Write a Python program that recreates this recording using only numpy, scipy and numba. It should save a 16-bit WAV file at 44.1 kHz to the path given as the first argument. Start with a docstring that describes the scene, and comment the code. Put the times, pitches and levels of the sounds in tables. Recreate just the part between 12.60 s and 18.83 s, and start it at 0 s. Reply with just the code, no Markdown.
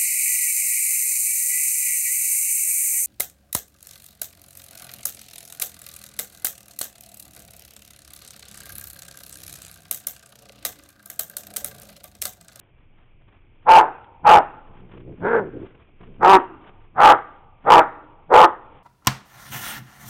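"""Six barks and a snarl outdoors

A large dog barks six times close by, while wrestling dogs growl and snarl once.
Each bark is a rough pulse train shaped by throat and mouth, often ringing on its fifth harmonic.
Fences return distinct echoes and trees scatter, over quiet outdoor air and a faint uneven hiss
with soft swells, some perhaps from grass, and short noisy ticks.
The recorded band is narrow, closed above about 4 kHz, then clipped, which adds treble."""
import sys
import numpy as np
from scipy import signal
from scipy.fft import rfft, irfft, next_fast_len
from scipy.io import wavfile
from scipy.ndimage import uniform_filter1d
from numba import njit

SR = 44100
rng = np.random.default_rng(int(sys.argv[2]) if len(sys.argv) > 2 else 0)


def store_pcm(level_fs):
    """Save levels as 16-bit WAV."""
    pcm = np.round(np.clip(level_fs, -1, 1) * 32767).astype(np.int16)
    wavfile.write(sys.argv[1], SR, np.atleast_2d(pcm).T)


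N = 274734

# All levels in the tables are relative: source functions may add a common gain or trim.
# One row per call: start_s, length_s, attack_s, release_db_per_s (nominal), widest_jaw (0-1 of the call),
#   pitch_hz (before bends), climb (share by which pitch and main resonance rise from start to end),
#   roughness (0-1, once settled), ring (0-1, at full opening), chest_db, deepen_db (throat, start to end),
#   throat_db, main_db, mouth_db, teeth_db, throat_hz, main_hz, mouth_hz, teeth_hz (before jaw motion)
BARK_CALLS = [ (1.050, 0.14, 0.02, 269, .47, 178.9, -.05, .4, .62, -45, -6, -18, -3, -12.5, -23, 517, 866, 1208, 2563),
              (1.629, 0.15, .02, 580, 0.41, 171, -.09, .6, 0.48, -38, 2.5, -20, -3.5, -10.5, -25, 471, 883, 1086, 2620),
              (3.593, 0.17, 0.021, 720, .6, 189.1, -0.011, 0.25, .04, -36, 12, -16.5, -6, -9, -25.5, 419, 880, 1063, 2770),
              (4.345, 0.17, .034, 540, .58, 171.2, .04, .58, .2, -39, 5, -17, -3.5, -4.5, -27, 502, 864, 1135, 2950),
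              (5.038, .157, .028, 480, .52, 167.8, .03, .4, 0.057, -38.5, -8, -15, -4, -7.5, -31.5, 459, 896, 1085, 2690),
              (5.688, 0.16, 0.019, 647, .6, 173.1, 0.031, .5, 0.17, -43.5, -9, -13, -4, -8.5, -33, 493, 900.3, 1060, 2960)]
SNARL_CALLS = [(2.581, .215, .035, 340, .58, 235.7, .06, 0.35, 0.34, -32.5, 2.4, -16, -23.5, -17.5, -52, 425, 904, 1470, 2200)]
# Damping of one resonator stage for throat, main, open mouth and teeth: width_hz
BARK_WIDTHS_HZ = [237, 373, 454, 720]
SNARL_WIDTHS_HZ = [246, 340, 503, 650]
# How the same four resonances follow the jaw: shut_db (lost when shut), shut_drop (share of frequency
#   lost when shut), late_db (gained start to end), sag (share of frequency lost start to end),
#   speed (factor on the call's release)
BARK_JAW_RULES = [(1.976, 0.12, -1.5, 0.34, 0.75), (7.2, .07, -0.5, .01, 0.96), (6.1, -0.15, -1, .01, 0.63),
                  (48.84, .08, -1.5, .02, 2.8)]
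SNARL_JAW_RULES = [(2.16, .06, 2.5, 0.044, 1.15), (11.1, 0.075, -8, .05, 0.74),
                   (22.2, -0.0052, -7, 0.0081, 2), (12, .04, -2.5, 0, 1.1)]
# Growls, and the low tail of the snarl at 2.8 s: start_s, length_s, chest_db, throat_db
GROWL_CALLS = [(2.08, 0.26, -44.5, -47), (2.33, 0.22, -37, -35), (2.8, 0.09, -41, -27.5),
               (2.925, 0.057, -36, -27.5), (2.99, 0.051, -32, -25.5), (3.4, .2, -40.5, -43.5)]
# Chest and throat resonances of a growl: centre_hz, width_hz (one stage)
GROWL_BODY_MODES = [(135, 220), (345, 208)]
# Soft swells of hissing noise, some perhaps from grass: start_s, length_s, level_db
NOISE_SWELLS = [(.35, 0.11, -73), (.67, 0.15, -68), (1.95, 0.99, -64.5), (2.86, 0.32, -59.5),
                (3.37, 0.138, -62.5), (4.01, 0.11, -53), (6.0, 0.45, -60)]
# Short noisy ticks: time_s, level_db
SHORT_TICKS = [(0.618, -50), (0.6833, -40.5), (0.729, -54), (1.442, -36.5), (2.406, -43.5), (3.4114, -39),
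               (5.442, -41.5)]
# Spectrum shared by hiss, swells and ticks: frequency_hz, density_db (per Hz)
HISS_SPECTRUM = [(200, -1.5), (600, 0.5), (1100, 2), (2000, -2.5), (3100, -4), (5000, -40)]
# Fence reflections: delay_s, level_db
FENCE_ECHOES = [(.021, -24), (.047, -21), (.088, -28), (.33, -60.5)]
# Decay of sound scattered by the trees: frequency_hz, t60_s, level_db
TREE_DECAY = [(150, 1, 11.5), (510, 1, -5), (760, 1, -8.5), (1130, 0.89, -1.5), (1690, 0.47, 10.5),
              (3060, 0.83, 0)]
# Spectrum of the outdoor background: frequency_hz, density_db (per Hz)
AIR_SPECTRUM = [(12, -25.5), (20, 5.5), (22, -18.5), (113, -13), (224, -23.5), (343, -22), (1320, -38.5),
                (1630, -33.5), (1740, -39), (2340, -24.5), (3300, -35.5), (4290, -73.5), (7260, -120)]
# Narrow recorded band, closed above about 4 kHz: frequency_hz, gain_db
RECORDING_BAND = [(20, 9.5), (3000, -4.5), (3500, -1), (4000, -7.5), (4400, -36), (4800, -64), (6000, -100)]

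CHEEK_HZ, CHEEK_WIDTH_HZ = 1890, 330  # a weak higher resonance that opens with the mouth
CLOSING_S = .05  # the jaw takes this long to shut once the effort ends
START_ROUGH = .9  # roughness (0-1) of the folds before they settle
WANDER = .028  # rms share by which the pitch drifts within a call
# the chest hums just ahead of the call and grows less with effort (an exponent below 1)
CHEST_WIDTH_HZ, CHEST_LEAD_S, CHEST_GROWTH = 277, .018, 0.53
ONSET_DB, ATTACK_CURVE = 47.5, 1.336  # depth below full level at the start; over 1 the rise is S-shaped
GROWL_START_DB, GROWL_SWELL_DB, GROWL_FADE_S = -13.5, 5.5, 0.01
HISS_DB, SWELL_GAIN_DB, TICK_GAIN_DB = -64, 3.5, -11  # a faint uneven hiss runs throughout
AIR_DB = -57.5
TOP_HZ = 15800  # upper limit after clipping


def barks():
    """Source-filter principle: six loud, hoarse calls driven through a quickly opening jaw."""
    return voice(BARK_CALLS, BARK_JAW_RULES, BARK_WIDTHS_HZ, trims_db=[-0.12, 0.29, -0.86, 0.8],
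                 cheek_db=-15.5, jitter=.045, rasp_db=-0.58, pitch_drop=.12, waver_db=1.2)


def snarl():
    """Source-filter principle: one softer call whose pitch falls further as the jaw shuts."""
    return voice(SNARL_CALLS, SNARL_JAW_RULES, SNARL_WIDTHS_HZ, trims_db=[-4.5, -1.2, -3.7, -9.0],
                 cheek_db=-13, jitter=0.049, rasp_db=2.5, pitch_drop=.33, waver_db=2.0)


def voice(calls, follow, widths_hz, trims_db, cheek_db, jitter, rasp_db, pitch_drop, waver_db, order=5):
    """Source and filter: folds drive chest and tract; the main resonance can lock on to a harmonic."""
    columns = current(calls, CHEST_LEAD_S)
    age, length, attack, release, widest, pitch, climb, rough, ring, chest_db, deepen_db = columns[:11]
    levels_db, tunings_hz = columns[11:15], columns[15:]
    progress = np.clip(age / (length + CLOSING_S), 0, 1)
    shut, late = 1 - jaw(progress, widest), progress - .5

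    rough = rough + (START_ROUGH - rough) * shut * (1 - progress * .85)
    bend = 1 + climb * late + WANDER * wobble(32)
    pitch = pitch * bend * (1 - pitch_drop * shut)
    source, cycles = folds(pitch, rough, jitter, shimmer_db=4.5)

    bands, gains = [], []
    pulls = [1, bend, 1, 1]  # only the main resonance bends with the pitch
    for db, hz, width, trim, pull, rule in zip(levels_db, tunings_hz, widths_hz, trims_db, pulls, follow):
        shut_db, shut_drop, late_db, sag, speed = rule
        tuned_hz = hz * pull * (1 - shut_drop * shut - sag * late)
        bands.append(steady(resonate(source, tuned_hz, width)))
        level_db = db + trim - shut_db * shut ** 2 + late_db * late + waver_db * wobble(45)
        gains.append(amp(level_db) * effort(age, length, attack, speed * release))

    throat, main, mouth, teeth = bands
    throat = throat * amp(deepen_db * late)
    ring = np.clip(ring * np.sqrt(1 - shut), 0, 1)
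    harmonic = np.cos(2 * np.pi * order * cycles)
    main = steady(np.sqrt(1 - ring) * main + np.sqrt(ring) * harmonic)
    mouth = mouth + amp(cheek_db) * steady(resonate(source, CHEEK_HZ, CHEEK_WIDTH_HZ))
    tract = sum(band * gain for band, gain in zip([throat, main, mouth, teeth], gains))

    hum = effort(age + CHEST_LEAD_S, length + CHEST_LEAD_S, attack, release) ** CHEST_GROWTH
    chest = amp(chest_db) * hum * steady(resonate(source, pitch, CHEST_WIDTH_HZ))
    rasp = unit(amp(rasp_db * rough * wobble(260)))  # flapping tissue chops the rough parts
    return rasp * (chest + tract)


def folds(pitch, rough, jitter, shimmer_db):
    """Glottal excitation: uneven pulses mixed with air that puffs once a cycle; also the cycle count."""
    cycles = np.cumsum(pitch * (1 + jitter * rough * wobble(170))) / SR
    glottal_ticks = np.diff(np.floor(cycles), prepend=0)
    pulses = unit(glottal_ticks * amp(shimmer_db * wobble(150)))
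    puffs = unit(rng.standard_normal(N) * (1.7 + np.exp(-4 * (cycles % 1))))
    rough = np.clip(rough, 0, 1)
    return np.sqrt(1 - rough) * pulses + np.sqrt(rough) * puffs, cycles


def jaw(progress, widest):
    """Articulation: the mouth opens and shuts in one arch, from 0 shut to 1 wide."""
    skew = np.log(.5) / np.log(np.clip(widest, .1, .9))  # puts the peak at the widest moment
    return np.abs(np.sin(np.pi * progress ** skew))


def effort(age, length, attack, release):
    """Breath pressure: one push of air rises fast, holds, then falls steadily in dB."""
    rise_db = ONSET_DB * np.exp(-(np.maximum(age, 0) / attack) ** ATTACK_CURVE)
    fall_db = release * np.maximum(age - length, 0)
    return np.clip(age / 0.0052, 0, 1) * amp(-rise_db - fall_db)


def resonate(x, hz, width, count=3):
    """Cascaded resonance: repeated moving resonators leave dark valleys on both sides."""
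    hz = hz * np.ones(N)
    step, damping = 2 * np.sin(np.pi * hz / SR), width / hz
    for _ in range(count):
        x = band_pass(x, step, damping)
    return x


@njit
def band_pass(x, step, damping):
    """Damped oscillation: a two-pole resonator whose tuning may change at every sample."""
    y, low, band = np.zeros(len(x)), 0., 0.
    for i in range(len(x)):
        low += step[i] * band
        band += step[i] * (x[i] - low - damping[i] * band)
        y[i] = band * damping[i]
    return y


def growls():
    """Low-rate phonation: slow, irregular pulses excite the chest and a closed mouth."""
    source, _ = folds(np.full(N, 62.), rough=.5, jitter=.25, shimmer_db=1.5)
    age, length, *levels_db = current(GROWL_CALLS)
    swell = amp(GROWL_START_DB + GROWL_SWELL_DB * np.minimum(age / length, 1))
    fade_in = np.clip(age / GROWL_FADE_S, 0, 1)
    fade_out = np.exp(-np.maximum(age - length, 0) / GROWL_FADE_S)
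    uneven = amp(2.2 * wobble(28.33))
    body = sum(steady(resonate(source, hz, width)) * amp(db)
               for (hz, width), db in zip(GROWL_BODY_MODES, levels_db))
    return swell * fade_in * fade_out * uneven * body


def fences(x):
    """Specular reflection: each fence returns one delayed, weaker copy."""
    return sum(amp(db) * np.pad(x, (round(delay * SR), 0))[:N] for delay, db in FENCE_ECHOES)


def trees(x, wet_db, swell_s, patchy_db=3, count=2):
    """Diffuse scattering: patchy decaying noise tails, smeared by moving leaves."""
    hz, t, z = signal.stft(rng.standard_normal((count, SR)), SR, nperseg=256)
    decay = np.array(TREE_DECAY)
    t60 = along(decay[:, [0, 1]], hz)[:, None]
    colour_db = along(decay[:, [0, 2]], hz)[:, None]
    patches = uniform_filter1d(rng.standard_normal(z.shape), 3, 1)  # smooth over frequency
    patches = unit(uniform_filter1d(patches, 24, 2))  # then over time
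    level_db = colour_db + patchy_db * patches * np.minimum(t / 0.27, 1) - 60 * t / t60
    tails = signal.istft(z * amp(level_db) * (1 - np.exp(-t / swell_s)), SR, nperseg=256)[1]
    tails = tails / np.linalg.norm(tails)
    return amp(wet_db) * sum(signal.fftconvolve(x * wobble(130), tail)[:N] for tail in tails)


def hiss():
    """Amplitude-modulated noise: a faint uneven hiss with soft swells and short noisy ticks."""
    t = np.arange(N) / SR
    age, length, swell_db = current(NOISE_SWELLS)
    arch = np.sin(np.pi * np.clip(age / length, 0, 1))
    level = amp(HISS_DB) + amp(swell_db + SWELL_GAIN_DB) * arch
    uneven = unit(amp(3.2 * wobble(16) + 3.2 * wobble(110)))
    # each tick peaks 3 ms after its time and decays both ways over 4 ms
    ticks = sum(amp(db + TICK_GAIN_DB) * np.exp(-np.abs(t - start - .003) / .004)
                for start, db in SHORT_TICKS)
    return (level * uneven + ticks) * noise(HISS_SPECTRUM)


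def air():
    """Broadband ambience: coloured noise whose level drifts slowly."""
    return amp(AIR_DB) * noise(AIR_SPECTRUM) * amp(0.81 * wobble(0.73))


def current(rows, lead=0):
    """Event timing: per sample, time since the latest event (chosen lead s early) and its other columns."""
    rows, t = np.array(rows), np.arange(N) / SR
    latest = np.maximum(np.searchsorted(rows[:, 0], t + lead) - 1, 0)
    start, *columns = rows[latest].T
    return t - start, *columns


def noise(spectrum):
    """Spectral shaping: white noise becomes coloured noise of rms 1."""
    return unit(filtered(rng.standard_normal(N), lambda f: amp(along(spectrum, f))))


def wobble(rate, order=6):
    """Random modulation: a smooth curve of rms 1 with rate knots a second."""
    fine = signal.resample_poly(rng.standard_normal(int(N * rate / SR) + 4), order, 1)
    return unit(np.interp(np.arange(N) * rate * order / SR, np.arange(len(fine)), fine))


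def filtered(x, response):
    """Linear filtering: the spectrum of x times a response given as a function of frequency."""
    m = next_fast_len(N + SR // 2)
    return irfft(rfft(x, m) * response(np.fft.rfftfreq(m, 1 / SR)), m)[:N]


def along(points, hz):
    """Logarithmic frequency scale: (Hz, value) points interpolated on a log axis."""
    f, v = np.transpose(points)
    return np.interp(np.log(hz + 1), np.log(f + 1), v)


def steady(x, size=680):
    """Power normalization: x held near rms 1 over a few voice cycles (size in samples)."""
    power = uniform_filter1d(uniform_filter1d(x ** 2, size), size)
    return x / np.sqrt(np.abs(power) + 1e-12)


def unit(x):
    """Power normalization: the whole of x at rms 1."""
    return x / np.sqrt(np.mean(x ** 2) + 1e-20)


def amp(db):
    """Logarithmic level: decibels to amplitude gain."""
    return 10 ** (np.asarray(db) / 20)


def scene():
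    """Superposition: dogs, their reflections, hiss and outdoor air add linearly."""
    dogs = barks() + snarl() + growls()
    answer = fences(dogs) + trees(dogs, wet_db=-24.5, swell_s=0.019)
    return (dogs + answer + hiss() + air())[None]


def record(dry):
    """Clipping distortion: a narrow band, closed above about 4 kHz, is cut flat and gains treble."""
    narrow = filtered(dry[0], lambda f: amp(along(RECORDING_BAND, f)))
    clipped = np.clip(narrow, -.725, .705)  # a little lopsided
    return filtered(clipped, lambda f: np.clip((TOP_HZ - f) / 150 + .5, 0, 1))[None]


dry = scene()
out = record(dry)
store_pcm(out)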